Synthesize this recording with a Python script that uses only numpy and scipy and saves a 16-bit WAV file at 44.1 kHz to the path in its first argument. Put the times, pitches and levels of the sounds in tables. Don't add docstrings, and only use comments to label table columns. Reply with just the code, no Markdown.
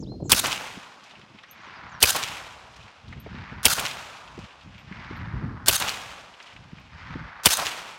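import sys
import numpy as np
from scipy import signal
from scipy.io import wavfile
from scipy.ndimage import map_coordinates

SR = 44100
rng = np.random.default_rng(int(sys.argv[2]) if len(sys.argv) > 2 else 0)


def generate_wav(sig):
    pcm = np.round(np.clip(np.atleast_2d(sig).T, -1, 1) * 32767).astype(np.int16)
    wavfile.write(sys.argv[1], SR, pcm)


N = 351918

# (time [s], crack trim [dB], suppressor ring trim [dB], hammer trim [dB], bolt trim [dB],
# near echo trim [dB], extra from the deep forest [dB], hill echo trim [dB], hill echo upper edge [Hz])
SHOTS = [(0.3185, -2, 3, 7.5, -2.5, 1.5, -1.5, 1, 1890), (2.0271, -1.64, 3.5, -1, -0.5, -2, 2.5, 0, 2467),
         (3.654, -3, 1.5, -3.5, -1.5, -2.5, 3.5, 1, 2370), (5.683, -3.5, -1, 3, -2.5, 0, .5, 0.5, 2440),
         (7.4577, -1.5, 3, -1.5, -1, -1, 2, 2, 2400)]
# (frequency [Hz], density [dB per Hz])
LATCH_TONE = [(100, -36), (400, -26), (700, -1), (1400, 3), (2400, -5.5), (3800, 7.5), (5200, -4.5),
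              (6500, 3.5), (9000, 2), (12000, -2), (16000, -8)]

LEAD = .03
AGE = np.arange(int(2.7 * SR)) / SR - LEAD
HILL_DELAY_S = 1.199


def rifle(crack_db, can_db, hammer_db, bolt_db):
    # (time after the shot [s], level before trims [dB], hold [s], decay time [s])
    hammer = [(-.0228, -32, .0015, 0.0015), (-.019, -36, .001, 0.0018), (-.0165, -30.5, .001, .002),
              (-.0132, -30.5, .002, 0.0042)]
    primer = [(-.0092, -42, .002, 0.0019), (-.007, -23, 0.0022, 0.0045)]
    crack = [(-.0014, -13.5, 0.0017, .001), (.0002, -3, 0.0018, 0.0017)]
    gas = [(.003, -9, 0.0035, .005), (.0105, -17.5, 0.0025, 0.0093)]
    bolt = [(.0275, -22.5, .004, .009), (.036, -34.5, .008, .01), (.044, -22, .006, 0.0086),
            (.0502, -24, 0.0024, .007), (.058, -21.5, .01, .008), (.092, -31.5, 0.0075, 0.065)]
    latch = [(.0695, -20, 0.01, .003), (.0742, -17, 0.0035, 0.0055), (.0795, -15.5, .0025, .0018)]
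    # (frequency [Hz], density [dB per Hz])
    primer_tone = [(88, -39), (150, -0.5), (1600, -1), (2180, -3.5), (2980, -0.5), (4320, -9.5),
                   (5910, -6.5), (13200, -11.5), (16000, -16)]
    crack_tone = [(100, -26.5), (400, -14), (1250, -6), (2000, -13), (2800, -2.5), (3450, 2.5), (3900, -7),
                  (4450, 1), (5200, -5), (7000, -5.5), (8800, -0.5), (11000, -9.5), (16000, -13)]
    gas_tone = [(80, -4.5), (250, 1), (550, 4.5), (780, -2.5), (1050, 0.5), (1800, -13), (2400, -13.5),
                (5000, 2), (7000, -3), (9500, -0.5), (16000, -1)]
    bolt_tone = [(100, -14), (350, -12), (550, -4.5), (1000, -2.5), (1450, 4), (2000, -3.5), (3000, -0.5),
                 (4800, 2), (7500, -2), (11000, -4), (16000, -10)]

    muzzle = colour(bursts(crack), crack_tone) + colour(bursts(gas), gas_tone) + thump()
    ignition = colour(bursts(primer), primer_tone)
    blows = amp(hammer_db) * bursts(hammer) + amp(bolt_db) * bursts(bolt)
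    sliding = colour(rattle(blows), bolt_tone)
    latching = colour(rattle(amp(bolt_db) * bursts(latch)), LATCH_TONE)
    action = amp(0.9) * steel(sliding, ring_db=-14) + amp(-3.0) * steel(latching, ring_db=-14)
    return amp(crack_db) * muzzle + amp(can_db) * suppressor() + ignition + action


def suppressor(size=1024):
    # (time after the shot [s], level before trim [dB], hold [s], decay time [s])
    puff_times = [(.0012, -35, .001, 0.0011), (.006, -20, .001, .001), (.0098, -15, .0025, .0015),
                  (.0155, -20.5, .002, 0.0028)]
    # (frequency [Hz], bandwidth [Hz], relative level [dB])
    chambers = [(2570, 260, 3), (2830, 590, 10.5), (3130, 420, -6)]
    t, puffs = np.arange(size) / SR, bursts(puff_times)
    ring = sum(amp(db) * np.exp(-np.pi * width * t) * np.sin(2 * np.pi * hz * t)
               for hz, width, db in chambers)
    rung = signal.oaconvolve(puffs, ring)[:len(puffs)]
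    return evened(rung) * puffs.std()


def thump(level_db=-20, size=16384):
    start_hz, end_hz, sag_s = 125, 20, .024
    delay_s, swell_s, decay_s = .0088, .0015, .013
    t = np.maximum(AGE[:size] - delay_s, 0)
    turns = end_hz * t + (start_hz - end_hz) * sag_s * (1 - np.exp(-t / sag_s))
    envelope = (1 - np.exp(-t / swell_s)) * np.exp(-t / decay_s)
    return amp(level_db) * envelope * np.sin(2 * np.pi * turns)


def bursts(rows, size=16384):
    t = AGE[:size]
    power = 0
    for s, db, hold, decay in rows:
        level = amp(db) * np.exp(-np.maximum(t - s - hold, 0) / decay)
        power = power + (t >= s) * level ** 2
    return np.sqrt(power) * rng.choice([-1., 1.], size)


def rattle(x, grain_db=2.5):
    return x * evened(amp(grain_db * wander(len(x), 700)))


def steel(blows, ring_db, size=8192):
    # (frequency [Hz], relative level [dB], t60 [s])
    modes = [(1560, 3, .06), (2650, -4, .08), (3080, -3, 0.13), (3750, 1, 0.059), (4160, -7, .2),
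             (4870, -1, 0.092), (6300, 1.5, .08), (6430, 7, 0.057), (8800, 4, 0.05), (11400, -9, .06)]
    t = np.arange(size) / SR
    ring = sum(amp(db - 60 * t / t60) * np.sin(2 * np.pi * (hz * t + rng.random()))
               for hz, db, t60 in modes)
    return blows + amp(ring_db) * signal.oaconvolve(blows, ring / np.linalg.norm(ring))[:len(blows)]


def resets():
    # (time [s], burst level before colouring [dB])
    clicks = [(0.466, -28), (2.160, -23), (3.7963, -25.5), (5.799, -24), (7.569, -23)]
    out = np.zeros(N)
    for s, db in clicks:
        click = colour(rattle(bursts([(0.00094, db, 0.0031, 0.0043)])), LATCH_TONE)
        add(out, s - LEAD, steel(click, ring_db=-21))
    return out


def echoes(near_db, deep_db, hill_db, edge_hz):
    air_db, air_power = 0.64, 1.585
    shade_db_per_s, sink_per_s = 16, .55
    hz, t, (near, hill) = signal.stft(np.array([near_echoes(), hill_echo()]), SR, nperseg=256)
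    hz = hz[:, None]
    edge = edge_hz * np.exp(-sink_per_s * (t - 1.5))
    above_edge = 1 - 1 / (1 + (hz / edge) ** 8)
    hill = hill * amp(hill_db - above_edge * shade_db_per_s * np.maximum(t - HILL_DELAY_S, 0))
    near = near * amp(near_db + deep_db * np.minimum(t / 0.52, 1))
    air_loss = amp(-air_db * t * (hz / 1000) ** air_power)
    return signal.istft((near + hill) * air_loss, SR, nperseg=256)[1]


def near_echoes():
    # (echo delay [s], level [dB], steepness [power of travel time])
    faces = [(0.131, -23.5, 7.3), (.165, -28.5, 3.7), (0.288, -40, 1.4)]
    # (echo delay [s], level [dB])
    stands = [(.085, -37), (.138, -30), (.203, -27.5), (.325, -38), (0.439, -47.5), (0.771, -47.5),
              (1.1, -50)]
    # (frequency [Hz], density [dB per Hz])
    bank_tone = [(30, -24.5), (70, -18.5), (200, -8), (330, -10), (560, -3.5), (750, -0.5), (1060, 0.5),
                 (1500, -2), (2200, -9.5), (5000, -11.5), (16000, -24)]
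    trees_tone = [(60, -16), (400, -13.5), (800, -5.5), (1800, -4), (2500, 1), (3300, -2), (4500, -8),
                  (7000, -8), (10000, -14), (16000, -13)]
    # (time after the shot [s], level before colouring [dB], hold [s], decay time [s])
    slaps = [(.1405, -19, .001, .001), (.199, -19, .0002, .0003), (.2025, -21, .0008, .001),
             (.2095, -19, .0015, .0008), (.214, -23, .0003, .0005), (.2175, -24, .0004, .0006),
             (.257, -33, .003, .003)]
    bank = sum(answer(*face) for face in faces)
    trees = sum(answer(*stand, steepness=3.13) for stand in stands)
    near = scatter(bank, bank_tone, grain_db=2, flutter_db=1, lump_db=.3)
    near += scatter(trees, trees_tone, grain_db=2, flutter_db=1.4, lump_db=.5)
    slap_tone = [(100, -1.0), (900, -9.5), (2900, 7), (6000, 0), (16000, -16)]
    add(near, 0, colour(bursts(slaps), slap_tone))
    add(near, .125, amp(-19.0) * thump())
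    return near


def answer(delay, db, steepness):
    depth = 0.15
    path = np.maximum(AGE, 0) / delay
    rise = np.clip(1 + (path - 1) / depth, 0, 1)
    return (amp(db) * rise / np.maximum(path, 1) ** steepness) ** 2


def hill_echo():
    # (frequency [Hz], density [dB per Hz])
    hill_tone = [(60, -16.5), (400, -21), (700, -10), (950, -3.5), (1450, -2), (2100, -2), (3000, -6.5),
                 (5000, -7.5), (8000, -15.5), (16000, -37.5)]
    return scatter(roar(), hill_tone, grain_db=2.6, flutter_db=1, lump_db=.3)


def roar():
    rise_s, hold_s, fall_db_per_s, level_db = 0.23, .2, 7, -38.5
    t = AGE - HILL_DELAY_S
    swell = np.clip(t / rise_s, 0, 1) ** 1.47
    return swell * amp(level_db - fall_db_per_s * np.maximum(t - rise_s - hold_s, 0)) ** 2


def scatter(power, tone, grain_db, flutter_db, lump_db, snap_db=17, snaps_per_s=45):
    count = len(AGE)
    grain, flutter = grain_db * wander(count, 700), flutter_db * wander(count, 45)
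    sizes = evened(amp(grain + flutter + lump_db * wander(count, 12)))
    snaps = amp(snap_db) * (rng.random(count) < snaps_per_s / SR)
    fade = np.minimum((AGE[-1] - AGE) / .5, 1)
    return colour(np.sqrt(power * fade) * evened(sizes * rng.standard_normal(count) + snaps), tone)


def knocks():
    # (time [s], level before colouring [dB], frequency [Hz])
    lone_knocks = [(1.437, -41, 2167), (3.126, -36.5, 2140), (4.924, -39, 2208), (6.783, -47, 2500),
                   (7.137, -36, 1920)]
    # (time after the shot [s], level before colouring [dB], frequency [Hz])
    far_slaps = [(.73, -48.5, 5200), (.795, -49, 3500), (.845, -45.5, 2780)]
    drift_s = 0.015
    ticks_per_shot, from_s, to_s = 6, 0.6, 1.15
    crackle_db, spread_db, low_hz, high_hz = -50, 11.0, 2385, 5970
    out = np.zeros(N)
    for s, db, hz in lone_knocks:
        add(out, s, knock(db, hz))
    for shot_s, *_ in SHOTS:
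        for delay, db, hz in far_slaps:
            add(out, shot_s + delay + drift_s * rng.uniform(-0.92, 1), knock(db, hz))
        for far, bright in rng.random((ticks_per_shot, 2)):
            delay = from_s + far * (to_s - from_s)
            hz = low_hz * (high_hz / low_hz) ** bright
            db = crackle_db + spread_db * (1 - 2 * bright)
            add(out, shot_s + delay, knock(db, hz, decay=0.008))
    return out


def knock(db, hz, decay=0.0081, size=4096):
    puff = amp(db) * np.exp(-np.arange(size) / SR / decay) * rng.standard_normal(size)
    return colour(puff, [(hz / 4, -18), (hz, 0), (hz * 1.3, -9), (hz * 3.1, -36), (hz * 6, -70)])


def cases(size=8192):
    # (time [s], level of tick and ring together before their own trims [dB], ring [Hz], t60 [s])
    landings = [(1.5115, -33.5, 12880, .066), (3.2011, -39, 13220, 0.066), (4.7877, -61.5, 12250, 0.13),
                (5.1657, -55.5, 12250, 0.093), (6.8006, -54.5, 12920, .015)]
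    tick_tone = [(2000, -25), (8000, -12), (13000, 0), (16000, -2)]
    t, out = np.arange(size) / SR, np.zeros(N)
    for s, db, hz, t60 in landings:
        tick = colour(np.exp(-t / 0.00083) * rng.standard_normal(size), tick_tone)
        ring = amp(-8.0 - 60 * t / t60) * np.sin(2 * np.pi * hz * t)
        add(out, s, amp(db) * (ring + amp(-9) * tick))
    return out


def bird(buzz_hz=190, wet_db=-12, echo_s=.08, size=16384):
    # (time [s], length [s], start [Hz], end [Hz], level [dB],
    # bend [above 0 the glide is quick at first, below 0 at last], buzz depth [0-1 of the pitch])
    slurs = [(0, 0.011, 6060, 7450, -49, -1, 0), (.008, 0.017, 5300, 7660, -49.5, -0.5, 0),
             (.023, .027, 5700, 2560, -48.5, -2.5, 0.0053), (.057, 0.11, 2350, 4183, -50.5, 8, 0.0056),
             (.13, .19, 4195, 4210, -64, -3.5, 0), (.238, 0.058, 7200, 7100, -53, 1.5, .07),
             (.274, 0.033, 7100, 5240, -52, 1, 0.012), (1.485, 0.041, 5550, 6700, -59, 0.5, 0.0092),
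             (1.605, .018, 5500, 8400, -58.5, -3.5, 0.012), (1.628, 0.068, 7600, 5570, -62, 2, 0.012),
             (1.748, 0.038, 5200, 4650, -56.5, 0.5, 0.011), (1.89, 0.015, 5600, 7900, -59.5, 0.5, 0.0022),
             (1.91, 0.067, 7600, 5460, -59, 3.5, 0.007)]
    out = np.zeros(N)
    for s, length, start_hz, end_hz, db, bend, buzz in slurs:
        t = np.arange(0, length, 1 / SR)
        speed = np.exp(-bend * t / length)
        glide = start_hz + (end_hz - start_hz) * np.cumsum(speed) / speed.sum()
        pitch = glide * (1 + buzz * np.sin(2 * np.pi * buzz_hz * t))
        level = amp(db + 2.5 * wander(len(t), 40)) * np.sin(np.pi * t / length) ** .7
        add(out, s, level * np.sin(2 * np.pi * np.cumsum(pitch) / SR))
    tail = rng.standard_normal(size) * np.exp(-np.arange(size) / SR / echo_s)
    return out + amp(wet_db) * signal.oaconvolve(out, tail / np.linalg.norm(tail))[:N]


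def wind(rumble_db=-0.5, deep_db=0.5, flutter_db=-15):
    # (time [s], level [dB])
    strength = [(0.0, -34.5), (0.32, -36), (1.1, -71), (1.18, -52.5), (1.42, -60.5), (2.02, -49),
                (2.68, -63.5), (2.84, -54.5), (2.96, -74.5), (3.08, -40), (3.24, -40), (3.96, -50),
                (4.16, -66.5), (4.44, -43.5), (4.5, -77.5), (4.68, -43.5), (4.78, -50.5), (5.42, -31.5),
                (6.48, -69.5), (6.56, -52), (7.0, -51.5), (7.1, -41.5), (7.26, -43), (7.34, -65),
                (7.54, -58), (7.96, -71)]
    # (time [s], level [dB])
    brightness = [(0, 6), (1.1, 14), (1.6, 8), (2.6, -7), (3.3, 1), (4.3, -3.5), (5.4, 1), (6.6, -3),
                  (7.25, -5.5), (7.7, 8)]
    # (frequency [Hz], density [dB per Hz])
    rumble_tone = [(15, -43), (30, -15.5), (50, 1), (75, 3.5), (135, 4), (225, -3), (320, -13),
                   (450, -27.5), (700, -43), (1500, -81)]
    flutter_tone = [(80, -10.5), (200, 1.5), (330, 0.5), (520, -9.5), (1000, -35.0), (3000, -62)]
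    clock = np.arange(N) / SR
    level = amp(np.interp(clock, *np.transpose(strength)))
    tilt = amp(np.interp(clock, *np.transpose(brightness)))
    eddies = evened(amp(4.5 * np.tanh(wander(N, 26))))
    rumble = colour(eddies * rng.standard_normal(N), rumble_tone)
    deep = signal.sosfiltfilt(signal.butter(2, 110, fs=SR, output="sos"), rumble)
    flutter = colour(evened(eddies ** 2) * rng.standard_normal(N), flutter_tone)
    tilted = rumble - deep + amp(deep_db) * deep / tilt
    return level * (amp(rumble_db) * tilted + amp(flutter_db) * tilt * flutter)


def buffets(swell_s=.0045, size=16384):
    # (time [s], peak level [dB], upper edge [Hz])
    strikes = [(0.023, -31.5, 462), (0.067, -35.5, 420), (0.116, -32, 484), (0.138, -34.5, 420),
               (0.199, -32, 420.6), (0.221, -23.5, 318), (0.252, -28, 420), (0.766, -32.5, 300),
               (1.23, -45.5, 250), (1.345, -42, 250), (1.67, -42, 302), (1.765, -44, 302),
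               (3.26, -30.5, 480), (3.338, -31, 250), (3.519, -33.5, 332), (4.376, -29.5, 248),
               (4.659, -40, 220), (4.91, -30.5, 201), (5.107, -29, 280), (5.332, -28.5, 160),
               (5.437, -22.5, 198.7), (6.721, -29.5, 185.6), (7.101, -32.5, 149), (7.151, -26.5, 260)]
    u, out = np.arange(size) / SR / swell_s, np.zeros(N)
    for s, db, hz in strikes:
        tone = [(hz / 12, -24), (hz / 1.4, -1), (hz, -1.5), (hz * 2, -17), (hz * 7, -70)]
        eddy = colour(u * np.exp(1 - u) * rng.standard_normal(size), tone)
        add(out, s, amp(db) * eddy / abs(eddy).max())
    return out


def open_field():
    # (frequency [Hz], density [dB per Hz])
    air_tone = [(30, -4), (300, -5), (1000, -5), (2000, -10), (5000, -1.5), (8000, -18.5), (11000, -24.5),
                (16000, -38)]
    return amp(-68) * colour(rng.standard_normal(N), air_tone)


def amp(db):
    return 10 ** (np.asarray(db) / 20)


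def evened(x):
    return x / np.sqrt(np.mean(x ** 2) + 1e-20)


def add(mix, s, sound):
    part = mix[max(round(s * SR), 0):][:len(sound)]
    part += sound[:len(part)]


def colour(x, tone, size=8192):
    hz, db = np.transpose(tone)
    bins = np.log(abs(np.fft.fftfreq(size, 1 / SR)) + 1)
    log_gain = np.log(amp(np.interp(bins, np.log(hz), db)))
    taps = np.fft.ifft(np.exp(np.conj(signal.hilbert(log_gain)))).real[:size // 2]
    return signal.oaconvolve(x, taps / np.linalg.norm(taps))[:len(x)]


def wander(count, hz):
    at = np.arange(count) * 2 * hz / SR
    return evened(map_coordinates(rng.standard_normal(count), [at], order=1, mode="nearest"))


def scene():
    out = resets() + knocks() + cases() + bird() + wind() + buffets() + open_field()
    for s, crack_db, can_db, hammer_db, bolt_db, near_db, deep_db, hill_db, edge_hz in SHOTS:
        add(out, s - LEAD, rifle(crack_db, can_db, hammer_db, bolt_db))
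        add(out, s - LEAD, echoes(near_db, deep_db, hill_db, edge_hz))
    return out[None]


def record(dry):
    heard = signal.sosfilt(signal.butter(2, 30, "high", fs=SR, output="sos"), dry)
    held = heard / (1 + heard ** 6) ** (1 / 6)
    band_limit = signal.firwin(1023, 15980, window=("kaiser", 9), fs=SR)
    return signal.oaconvolve(held, band_limit[None], "same")


dry = scene()
out = record(dry)
generate_wav(out)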